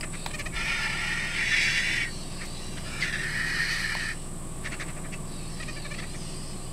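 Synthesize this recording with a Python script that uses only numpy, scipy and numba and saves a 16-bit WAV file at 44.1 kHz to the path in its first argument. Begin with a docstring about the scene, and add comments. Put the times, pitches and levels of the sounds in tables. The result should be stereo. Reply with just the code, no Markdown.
"""Vultures squabbling at a carcass

Air forced through narrow throats makes long rasping hisses, whistles, squawks and runs of hoarse
cackles. Beaks strike hide and bone, dry litter crackles, and more birds hiss further off.
An engine idles nearby, a deep rumble swells once, and two cicadas buzz with clicking tymbals.
Trunks and bushes return a faint, short echo; the image is nearly mono."""
import sys
import numpy as np
from scipy import signal
from scipy.fft import rfft, irfft
from scipy.io import wavfile
from scipy.ndimage import uniform_filter1d
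from numba import njit

SR = 44100
rng = np.random.default_rng(int(sys.argv[2]) if len(sys.argv) > 2 else 0)


def unload_wav(signal):
    """Save mono or channel-first audio to the path in sys.argv[1] as 16-bit WAV at rate SR, clipped to [-1, 1]."""
    wavfile.write(
        sys.argv[1],
        SR,
        np.round(np.clip(np.atleast_2d(signal).T, -1, 1) * 32767).astype(np.int16),
    )


N = 296352
TIME = np.arange(N) / SR
SIDE = np.array([[1], [-1]])  # opposite polarity left and right


def undb(db):
    """Decibels to gain."""
    return 10 ** (np.asarray(db) / 20)


def unit(x):
    """Scale to rms 1."""
    return x / np.sqrt(np.mean(x ** 2) + 1e-18)


def noise():
    """White noise."""
    return rng.standard_normal(N)


def drift(rate_hz, count=N):
    """Smooth random modulation with a spread of about 1."""
    size = max(int(SR / rate_hz), 2)
    held = np.repeat(rng.standard_normal(count // size + 4), size)
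    start = size + rng.integers(size)
    return 1.35 * uniform_filter1d(uniform_filter1d(held, size), size)[start:start + count]


def envelope(start, end, attack_s, release_s):
    """Attack, hold and release between two times."""
    return np.clip(np.minimum((TIME - start) / attack_s, (end - TIME) / release_s), 0, 1)


def pulses(hz):
    """One click a cycle, shared between neighbouring samples."""
    phase = np.cumsum(hz) / SR
    wrap = np.diff(np.floor(phase), prepend=0)
    late = wrap * (phase % 1) * SR / hz
    return late + np.roll(wrap - late, 1)


def butter(x, hz, kind, order=2):
    """Butterworth low-pass or high-pass."""
    return signal.sosfilt(signal.butter(order, hz, kind, fs=SR, output="sos"), x)


def crossover(x, edge_hz):
    """The bands below and above an edge; they sum to the whole."""
    low = signal.sosfiltfilt(signal.butter(4, edge_hz, fs=SR, output="sos"), x)
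    return low, x - low


def high_shelf(x, db, edge_hz):
    """Raise or lower the treble."""
    low, high = crossover(x, edge_hz)
    return low + undb(db) * high


def equalise(x, points):
    """Apply an EQ curve of (freq_hz, gain_db) points."""
    hz, db = np.transpose(points)
    bins_hz = np.arange(N // 2 + 1) * SR / N
    curve_db = np.interp(np.log(bins_hz + 1), np.log(hz), db)
    return irfft(rfft(x) * undb(curve_db), N)


@njit
def bandpass(x, hz, width_hz):
    """State-variable band-pass with a moving centre."""
    out, band_state, low_state = np.empty(len(x)), 0., 0.
    for i in range(len(x)):
        g, damping = np.tan(np.pi * hz[i] / SR), width_hz / hz[i]
        band = (band_state + g * (x[i] + 1e-18 - low_state)) / (1 + g * (g + damping))
        band_state = 2 * band - band_state
        low_state += 2 * g * band
        out[i] = damping * band
    return out


def resonate(x, modes, tuning):
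    """Ring steep resonances whose centres scale with tuning; neighbours swing in opposite phase."""
    out = 0
    for k, (hz, width_hz, db) in enumerate(modes):
        centre = hz * tuning * np.ones(len(x))
        band = bandpass(x, centre, float(width_hz))
        out += (-1) ** k * undb(db) * bandpass(band, centre, float(width_hz))
    return out


# EQ of the bed's centre and of its stereo width: freq_hz, gain_db
BED_MID_EQ = [(40, -9), (80, -4.5), (150, 2.5), (230, -3), (350, -5.5), (460, -11.5), (640, -9),
              (900, -14.5), (1040, -13.5), (1170, -9.5), (1310, -20.5), (2600, -23.5), (5500, -28),
              (6900, -31), (9000, -23.5), (11200, -30.5), (12500, -31.5), (15500, -46)]
BED_SIDE_EQ = [(30, -20), (70, -15), (130, 3), (360, -3), (480, -4), (950, -12.5), (1170, 8), (1600, -55),
               (7000, -53)]

def ambience_bed(level_db=-42.5, side_db=-15.5):
    """Engine rumble and faint leaf rustle, almost alike in both ears."""
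    mid = unit(butter(equalise(noise(), BED_MID_EQ), 34, "high"))
    side = butter(equalise(noise(), BED_SIDE_EQ), 30, "high")
    side = unit(butter(side, 9000, "low", order=4))
    return undb(level_db + .5 * drift(2.56)) * (mid + undb(side_db) * side * SIDE)


# Exhaust harmonics: multiple of the firing rate, gain_db
EXHAUST_HARMONICS = [(1, 0.5), (2, -16.5), (3, -11), (4, -23), (5, -22.5), (6, -15), (7, -12), (8, -10.5),
                     (9, -13.5), (10, -17), (11, -19.5), (16, -23), (18, -24), (19, -18)]

def engine_idle(firing_hz=19.5, gain_db=-37.5, waver=0.18):
    """A steady exhaust throb whose higher harmonics waver."""
    phase = 2 * np.pi * np.cumsum(firing_hz * (1 + 0.00295 * drift(2.965))) / SR
    out = 0
    for k, db in EXHAUST_HARMONICS:
        depth = waver * min(k / 8, 1)
        gain = undb(db) * (1 + depth * drift(5.5))
        out += gain * np.sin(k * phase + depth * drift(4.61) + rng.uniform(0, 2 * np.pi))
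    return undb(gain_db) * np.sqrt(2) * out


# Abdomen resonances of each cicada: centre_hz, width_hz, gain_db
FIRST_ABDOMEN = [(7260, 370, -2), (7880, 440, 6.5), (8416, 430, 3), (9100, 550, -1), (9460, 310, 2),
                 (9900, 250, -7), (10550, 560, -6)]
SECOND_ABDOMEN = [(7620, 1300, -4), (8386, 340, 2), (8826, 290, 2.5), (9370, 220, -2), (9900, 270, -13)]
# Level rides; the first cicada eases off late on as the second swells: time_s, level_db
FIRST_RIDE = [(0, -45), (.4, -49.5), (1.5, -48.5), (3.8, -50), (4.2, -48.5), (4.9, -47.5), (5.8, -51.5),
              (6.3, -53), (6.72, -50.5)]
SECOND_RIDE = [(0, -53), (4, -51.5), (5.5, -53), (5.9, -53), (6.3, -47.5), (6.72, -51)]

def cicada(abdomen, ride, click_hz, throb_hz, throb_depth, noise_mix, sag=0.0455):
    """Tymbal ribs click in quick groups that each slow down a little; the clicks ring the abdomen."""
    speed = 1 + .002 * drift(3)
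    cycle = np.cumsum(throb_hz * speed) / SR % 1
    throb = 1 - throb_depth * np.cos(2 * np.pi * cycle)
    slowing = 1 - sag * (cycle - .5)
    rate_hz = click_hz * speed * slowing * (1 + 0.0035 * drift(700))
    clicks = unit(pulses(rate_hz)) + noise_mix * noise()
    buzz = unit(resonate(clicks * throb, abdomen, 1 + 0.0031 * drift(2.4)))
    level_db = np.interp(TIME, *np.transpose(ride))
    return buzz * undb(level_db + .5 * drift(4.5))


# Resonances of the beak's crunch: centre_hz, width_hz, gain_db
CRUNCH_MODES = [(714, 720, -1), (1700, 680, -1), (2310, 610, 4.5), (4050, 1200, 2.5), (9400, 23000, -18)]
# Hollow ring of the carcass: pitch_hz, gain_db, t60_s
CARCASS_MODES = [(600, -2, 0.023), (810, 0, 0.024), (967, -1.5, 0.025)]
# Pecks and snapping sinew: start_s, crunch_peak_db, treble_db, tuning_ratio, knock_peak_db
PECK_CUES = [(0.0097, -21.5, 16, 1.22, -36), (0.262, -19.5, 1, 1, -23.5), (3.951, -21, 3, 1.08, -23)]

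def pecks(strike=9, contact_s=0.0035, tail_db=-18, tail_s=0.0084):
    """A beak strikes hide and bone: one sharp blow, a brief crunch and the carcass's hollow knock."""
    out, t = np.zeros(N), TIME[:4096]
    decay = np.exp(-t / contact_s) + undb(tail_db) * np.exp(-t / tail_s)
    for start_s, crunch_db, treble_db, tuning, knock_db in PECK_CUES:
        blow = strike * (t == 0) + rng.standard_normal(len(t)) * decay
        crunch = high_shelf(resonate(blow, CRUNCH_MODES, tuning), treble_db, 1500)
        knock = sum((-1) ** k * undb(db - 60 * t / t60) * np.sin(2 * np.pi * hz * tuning * t)
                    for k, (hz, db, t60) in enumerate(CARCASS_MODES))
        start = int(start_s * SR)
        for layer, peak_db in ((crunch, crunch_db), (knock, knock_db)):
            out[start:start + len(t)] += undb(peak_db) * layer / np.abs(layer).max()
    return out


# Formants of the cackling throat: centre_hz, width_hz, gain_db
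CACKLE_FORMANTS = [(650, 170, -5), (1336, 670, 0), (1925, 530, 9), (2393, 370, 8.5), (2900, 770, -3),
                   (3920, 760, -2.5), (4710, 830, -5.5), (5950, 2100, -9)]
# One grunt a row: centre_s, width_s, level_db, roughness (0-1), strain_db (treble shelf), pitch_hz,
# glide_share, formant_ratio
CACKLE_CUES = [ (0.039, .022, -29, 0.91, -7.5, 641.2, -0.096, 1.06),
               (0.148, .034, -37.5, 0.98, -1.5, 589.6, 0, 1),
               (0.314, .012, -37, 0.47, -4.5, 620, 0.0031, 1.25),
               (0.348, .027, -33.5, 0.2, -0.5, 616.5, -0.019, 1.106),
               (0.404, .032, -33.5, 0.4, 1.5, 600, -0.058, 1.09),
               (0.466, 0.0209, -33.5, 0.24, -1, 626.5, .06, 1.03),
               (2.427, .048, -37.5, 0.85, -2.5, 620, 0.019, 0.96),
               (2.78, .02, -41.5, 0.83, 7, 758.5, -0.046, 0.79),
               (4.663, .043, -34.5, 0.87, 1.5, 620, .1, .96), (4.732, .046, -34, 0.84, -3.5, 650, 0, 1.12),
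               (4.815, .04, -31.5, 0.94, 0, 617.6, -0.037, 0.97),
               (4.892, .044, -38.5, 0.88, -6, 637.8, 0.014, 1.1),
               (4.98, 0.03594, -39, 0.82, -13, 620, 0.0017, 1.11),
               (5.056, .032, -38.5, 0.67, -13, 587.8, 0.079, 1.04),
               (5.138, .031, -36.5, 0.8, -1.5, 659.8, 0.0021, 1.15),
               (5.608, .022, -38.5, 0.1, 1, 641.4, .02, 0.95),
               (5.631, .02, -39.5, 0.47, 3, 620, -.04, 1.11),
               (5.692, 0.0292, -35, 0.2, -3, 624.2, 0.0283, 1.07),
               (5.774, .034, -40.5, 0.24, -2.5, 590.5, 0.023, 0.99),
               (5.859, .028, -38, 0.42, -3, 595.8, -0.025, 0.98),
               (5.92, 0.02597, -34.5, 0.17, -3, 592.6, .03, 1.05),
               (5.947, 0.01815, -40, 0.7, 2, 609.2, 0, 1.08), (5.995, .029, -40, 0.44, 6.5, 650, -.12, 0.9),
               (6.035, .03, -36, 0.81, -7, 620, 0, 1.05), (6.152, .026, -45.5, 0.72, 3, 600, 0.0046, 0.97)]

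def cackles(arch=0.07, jitter=0.085, edge=0.33, closing=0.019, chest_db=-3):
    """Abrupt hoarse grunts ring throat and chest; pitch arches, the closing beak lowers the formants."""
    breath, shake = noise(), drift(500)
    level, rough, treble_db = np.zeros((3, N))
    pitch, tuning = np.ones((2, N))
    for centre, width, db, roughness, strain_db, hz, glide, ratio in CACKLE_CUES:
        span = slice(max(int((centre - width) * SR), 0), int((centre + width) * SR))
        place = (TIME[span] - centre) / width
        shape = undb(db) / np.sqrt(1 + (place / edge) ** 6)  # flat top, steep sides
        contour_hz = hz * (1 + glide * place - arch * (2 * place) ** 2)
        louder = shape > level[span]  # where grunts overlap, the louder takes the voice
        for track, value in ((pitch, contour_hz), (tuning, ratio * (1 - closing * place)),
                             (rough, roughness), (treble_db, strain_db), (level, shape)):
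            track[span] = np.where(louder, value, track[span])
    pitch = np.where(level > 0, pitch, pitch[level > 0].mean())
    voiced = np.sqrt(1 - rough ** 2) * unit(pulses(pitch * (1 + jitter * rough * shake)))
    throat = resonate(voiced + rough * breath, CACKLE_FORMANTS, tuning)
    chest = undb(chest_db) * resonate(voiced, [(620, 680, 0)], 0.95)
    return level * high_shelf(unit(throat + chest), treble_db, 2080)


def soft_throat(x, formants, tuning, wander, rate_hz, flicker_db):
    """Every formant of a soft throat strays in pitch and strength on its own."""
    out = 0
    for k, formant in enumerate(formants):
        stray = 1 + wander * drift(rate_hz, len(x))
        flicker = undb(flicker_db * drift(rate_hz, len(x)))
        out += (-1) ** k * flicker * resonate(x, [formant], tuning * stray)
    return out


# Formants of the distant throats: centre_hz, width_hz, gain_db
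DISTANT_FORMANTS = [(1840, 350, -7.5), (2355, 300, -7.5), (2780, 270, -1.5), (3340, 670, -9),
                    (4030, 290, -1), (4620, 350, 2), (5140, 320, -4), (5780, 1600, -10.5)]
# Distant calls: start_s, end_s, level_db, start_formant_ratio, end_formant_ratio
DISTANT_CUES = [(0.108, 0.356, -48, 0.97, 0.86), (2.021, 2.35, -45.5, 0.99, 0.98),
                (2.3, 2.502, -45, 0.94, 0.93), (2.452, 2.7, -46.5, 1.02, 1.02),
                (2.537, 2.61, -46, 0.84, 0.88), (2.62, 2.927, -46, 1, 1.05), (4.1, 4.295, -53, 0.99, 1.06),
                (5.249, 5.53, -49.5, 0.98, 0.93), (5.483, 5.684, -47.5, 1, 0.98),
                (5.647, 5.776, -48, 0.95, 1.06), (5.732, 5.9, -46, 1.0, 0.89),
                (5.86, 6.179, -48.5, 0.92, 1.03), (6.109, 6.361, -48.5, 1.28, 0.95),
                (6.16, 6.594, -48, 1.06, 1.06), (6.482, 6.76, -53, 0.9, 1.1)]

def distant_hisses(fade_curve=0.36):
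    """Birds hiss further off; each breath eases in and out while its formants glide."""
    out = np.zeros(N)
    for start, end, db, first, last in DISTANT_CUES:
        on = (TIME > start) & (TIME < end)
        place = (TIME[on] - start) / (end - start)
        breath = rng.standard_normal(len(place))
        glide = first + (last - first) * place
        voice = soft_throat(breath, DISTANT_FORMANTS, glide, wander=0.017, rate_hz=17.3, flicker_db=2.5)
        out[on] += undb(db) * np.sin(np.pi * place) ** fade_curve * unit(voice)
    return out


def rumble(start_s=0.31, end_s=0.84, fade_s=.16, level_db=-41.0, centre_hz=33, width_hz=24):
    """A deep rumble swells briefly."""
    sub = unit(resonate(noise(), [(centre_hz, width_hz, 0)], 1))
    return undb(level_db) * envelope(start_s, end_s, fade_s, fade_s) * sub


# Brittle tone of dry litter: freq_hz, gain_db
LITTER_EQ = [(2000, -30), (5000, 2), (9000, 0), (13000, -8), (15500, -15)]
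# Bursts of crackle: centre_s, width_s, level_db
LITTER_CUES = [(0.35, .02, -48), (0.395, .012, -42), (0.472, .016, -50), (2.353, .008, -53),
               (2.458, .014, -48)]

def litter_crackles(grain_db=3):
    """Dry twigs and leaves crackle briefly under the scuffling birds."""
    grains = unit(equalise(noise() * undb(grain_db * drift(3000)), LITTER_EQ))
    bursts = sum(undb(db) * np.exp(-2 * ((TIME - centre) / width) ** 2)
                 for centre, width, db in LITTER_CUES)
    return grains * bursts


# Whistles in and between hisses: centre_s, length_s, level_db, pitch_hz, glide_hz_per_s, waver_share
WHISTLE_CUES = [(.538, 0.059, -46, 2210, -3500, 0.0071), (.72, 0.15, -34.5, 2440, -600, 0.019),
                (1.152, 0.38, -36, 1882, 0, .018), (1.43, .05, -31, 1900, -2, .012),
                (1.532, .055, -27, 1783, 800, .014), (1.536, .05, -32, 3440, -1500, 0.015),
                (1.575, 0.094, -28, 2030, 1097.5, .011), (2.07, 0.074, -36.5, 1880, -1500, 0.0084),
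                (3.024, .04, -36.5, 4630, -33000, .012), (3.026, .05, -43, 3310, -22000, .015),
                (3.039, .04, -28.5, 1966, -9000, 0.025), (3.25, 0.14, -34.5, 1834, -0.5, 0.019),
                (3.428, 0.33, -34.5, 1910, 200, 0.027), (3.6, 0.14, -32, 1828, 1, 0.014)]

def whistles(rattle_hz=260, rattle_depth=0.43, flicker_db=0.7):
    """Where the throat narrows, rushing air locks on to a wavering tone, which a rattle chops."""
    tones, shake = 0, drift(300)
    for centre, length, db, hz, glide, waver in WHISTLE_CUES:
        place = np.clip((TIME - centre) / length, -.5, .5)
        pitch_hz = (hz + glide * length * place) * (1 + waver * shake)
        phase = 2 * np.pi * np.cumsum(pitch_hz) / SR
        tones += undb(db) * np.sqrt(2) * np.cos(np.pi * place) * np.sin(phase)
    chop_hz = rattle_hz * np.exp(.3 * drift(400))
    chop = 1 + rattle_depth * np.sin(2 * np.pi * np.cumsum(chop_hz) / SR)
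    return tones * chop * undb(flicker_db * drift(150))


def rasp(rattle_hz=430, rattle_mix=0.55, jitter=0.44, flutter_db=0.86):
    """Air forced through a narrow throat flutters and spits in uneven pulses."""
    spit = unit(pulses(rattle_hz * np.exp(jitter * drift(600))))
    return (noise() + rattle_mix * spit) * undb(flutter_db * drift(140) + .5 * drift(27.88))


# Throat and beak formants of each hiss, before tuning: centre_hz, width_hz, gain_db
THREAT_THROAT = [(880, 230, -9), (1186, 90, -11.5), (1403, 102, 1.5), (1822, 147, 3), (2030, 170, -1),
                 (2257, 127, 3.5), (2457, 120, 3), (2720, 140, -2.5), (2970, 115, -2), (3220, 200, -8),
                 (3605, 130, -5), (4050, 320, -12.5), (4610, 810, -13.5), (5240, 270, -9),
                 (5890, 860, -16.5), (8200, 8300, -29)]
LUNGE_THROAT = [(900, 300, -21.5), (1400, 95, -15.5), (1644, 200, -8), (1795, 190, -7.5), (1910, 170, 0),
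                (2070, 62, 4), (2260, 116, 2.5), (2486, 250, -4.5), (2800, 110, -3), (3020, 120, -8),
                (3476, 260, -9), (4070, 390, -12.5), (4760, 340, -12), (5440, 320, -12), (6040, 550, -18.5),
                (7600, 5000, -26.5)]
WARY_THROAT = [(1405, 150, 0), (1796, 190, 1), (2440, 310, 0), (2960, 350, -7), (3620, 150, -8),
               (4060, 360, -6), (4640, 300, -9), (5280, 500, -8.5), (7400, 5000, -18)]
ANSWER_THROAT = [(910, 340, -17.5), (1370, 260, -5.5), (1822, 240, 6.5), (2030, 250, -2), (2264, 190, 0),
                 (2526, 210, -1.5), (3030, 310, -4.5), (3600, 670, -16.5), (4075, 240, -4),
                 (4420, 280, -2.5), (4910, 570, -5), (5680, 650, -12), (6200, 660, -14.5),
                 (8900, 6500, -20), (12500, 2600, -31)]
# Close hisses, each built around its hardest push: start_s, push_s, end_s, push_level_db, swell_db,
# sag_db, treble_db, gape_treble_db, sway_share, rattle_hz, rattle_mix, jitter_share, throat
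HISS_CUES = [(0.522, .72, 1.44, -30.5, 4, 5, -8.5, -1, 0.008, 299.8, 1.14, 0.099, THREAT_THROAT),
             (1.311, 1.55, 2.07, -27, 4.5, 2, -11.5, 5.5, 0.0062, 249.7, 1.06, .22, LUNGE_THROAT),
             (2.827, 3.0, 3.12, -38.5, 6, 2, -6.5, 0.5, 0.0062, 350, 1.1, .15, WARY_THROAT),
             (3.196, 3.61, 4.148, -30.5, 5, 4, -9.5, 3.5, 0.0079, 449.4, 0.72, .25, ANSWER_THROAT)]

def hisses(tuning=0.98, waver=0.0068, rise_per_s=0.013, settle_s=0.024, gape_lag_s=0.11, gape_s=0.2):
    """Rasping air rings throat and beak; each hiss swells and sags as the gape shapes its treble."""
    out = np.zeros(N)
    for (start, push, end, db, swell_db, sag_db, treble_db, gape_db, sway,
         rattle_hz, rattle_mix, jitter, throat) in HISS_CUES:
        gate = envelope(start, end, attack_s=0.047, release_s=0.038)
        on = gate > 0
        t = TIME[on]
        effort_db = np.interp(t, [start, push, end], [db - swell_db, db, db - sag_db])
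        gape = np.exp(-((t - push - gape_lag_s) / gape_s) ** 2)
        # Formants start low, creep up as the neck stretches and droop as the air runs out.
        neck = tuning + rise_per_s * (t - (start + end) / 2)
        droop = 0.031 * np.exp((start - t) / settle_s) + 0.017 * np.exp((t - end) / settle_s)
        wobble = (waver * drift(35) + sway * drift(7.97))[on]
        air = rasp(rattle_hz, rattle_mix, jitter)[on]
        voice = soft_throat(air, throat, neck + wobble - droop, wander=0.01, rate_hz=33.43,
                            flicker_db=1.1)
        low, high = crossover(voice, 3200)
        treble = undb(treble_db + gape_db * gape) * unit(high)
        out[on] += gate[on] * undb(effort_db) * (unit(low) + treble)
    return out


# Formants of a yelping throat: centre_hz, width_hz, gain_db
YELP_THROAT = [(1450, 500, -11), (1853, 250, 8.5), (2340, 500, -7), (2780, 240, -4), (3440, 400, -7),
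               (3980, 430, -8), (4900, 600, -11.5), (5900, 1200, -15), (9400, 6000, -30)]
# Squawks: start_s, end_s, level_db, attack_s, release_s, start_formant_ratio, end_formant_ratio,
# slide_at_s, treble_db, throat
SQUAWK_CUES = [(1.454, 1.66, -38.5, 0.034, 0.048, .96, 1.17, 1.555, 3, LUNGE_THROAT),
               (2.994, 3.081, -28, .04, .035, 1.27, 0.96, 3.03, 0, YELP_THROAT),
               (3.055, 3.137, -34, 0.022, 0.038, 1.08, 0.98, 3.085, 1, YELP_THROAT),
               (3.124, 3.195, -28.5, .004, 0.049, 0.99, 0.92, 3.15, -0.5, YELP_THROAT),
               (3.16, 3.296, -35.5, 0.032, 0.081, .99, 0.88, 3.24, 2, YELP_THROAT)]

def squawks(slide_s=0.02):
    """Short loud rasps whose formants slide quickly from one pitch to another."""
    out = np.zeros(N)
    for start, end, db, attack_s, release_s, first, last, slide_at, treble_db, throat in SQUAWK_CUES:
        gate = envelope(start, end, attack_s, release_s)
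        on = gate > 0
        slide = (1 + np.tanh((TIME[on] - slide_at) / slide_s)) / 2
        voice = unit(resonate(rasp()[on], throat, first + (last - first) * slide))
        out[on] += undb(db) * gate[on] * high_shelf(voice, treble_db, 2700)
    return out


def bush_echo(x, t60_s, build_s=0.0031):
    """Trunks and bushes scatter sound into a short, diffuse tail."""
    t = TIME[:SR // 2]
    tail = rng.standard_normal(len(t)) * undb(-60 * t / t60_s) * (1 - np.exp(-t / build_s))
    return signal.fftconvolve(x, tail / np.sqrt(np.sum(tail ** 2)))[:N]


def pan(x, db):
    """Place a source by its left minus right level."""
    return x * undb(SIDE * db / 2)


def scene():
    """Vultures and engine near the middle, cicadas to the right; foliage spreads and dulls the sound."""
    vultures = hisses() + squawks() + whistles() + cackles() + pecks() + litter_crackles()
    cicadas = cicada(FIRST_ABDOMEN, FIRST_RIDE, click_hz=531, throb_hz=43.7,
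                     throb_depth=0.24, noise_mix=0.45)
    cicadas += cicada(SECOND_ABDOMEN, SECOND_RIDE, click_hz=521, throb_hz=43.76,
                      throb_depth=0.11, noise_mix=0.77)
    echo = undb(-11.5) * bush_echo(vultures, t60_s=0.19)
    foliage_send = undb(-41) * vultures + undb(-11) * cicadas
    spread = butter(bush_echo(foliage_send, t60_s=0.1), 11200, "low", order=8) * SIDE
    middle = vultures + echo + distant_hisses() + engine_idle() + rumble() + ambience_bed()
    return pan(middle, db=-0.5) + pan(cicadas, db=-4) + spread


def record(dry, cutoff_hz=15700):
    """A steep low-pass cuts the very top."""
    return signal.sosfilt(signal.ellip(10, .2, 80, cutoff_hz, fs=SR, output="sos"), dry)


dry = scene()
out = record(dry)
unload_wav(out)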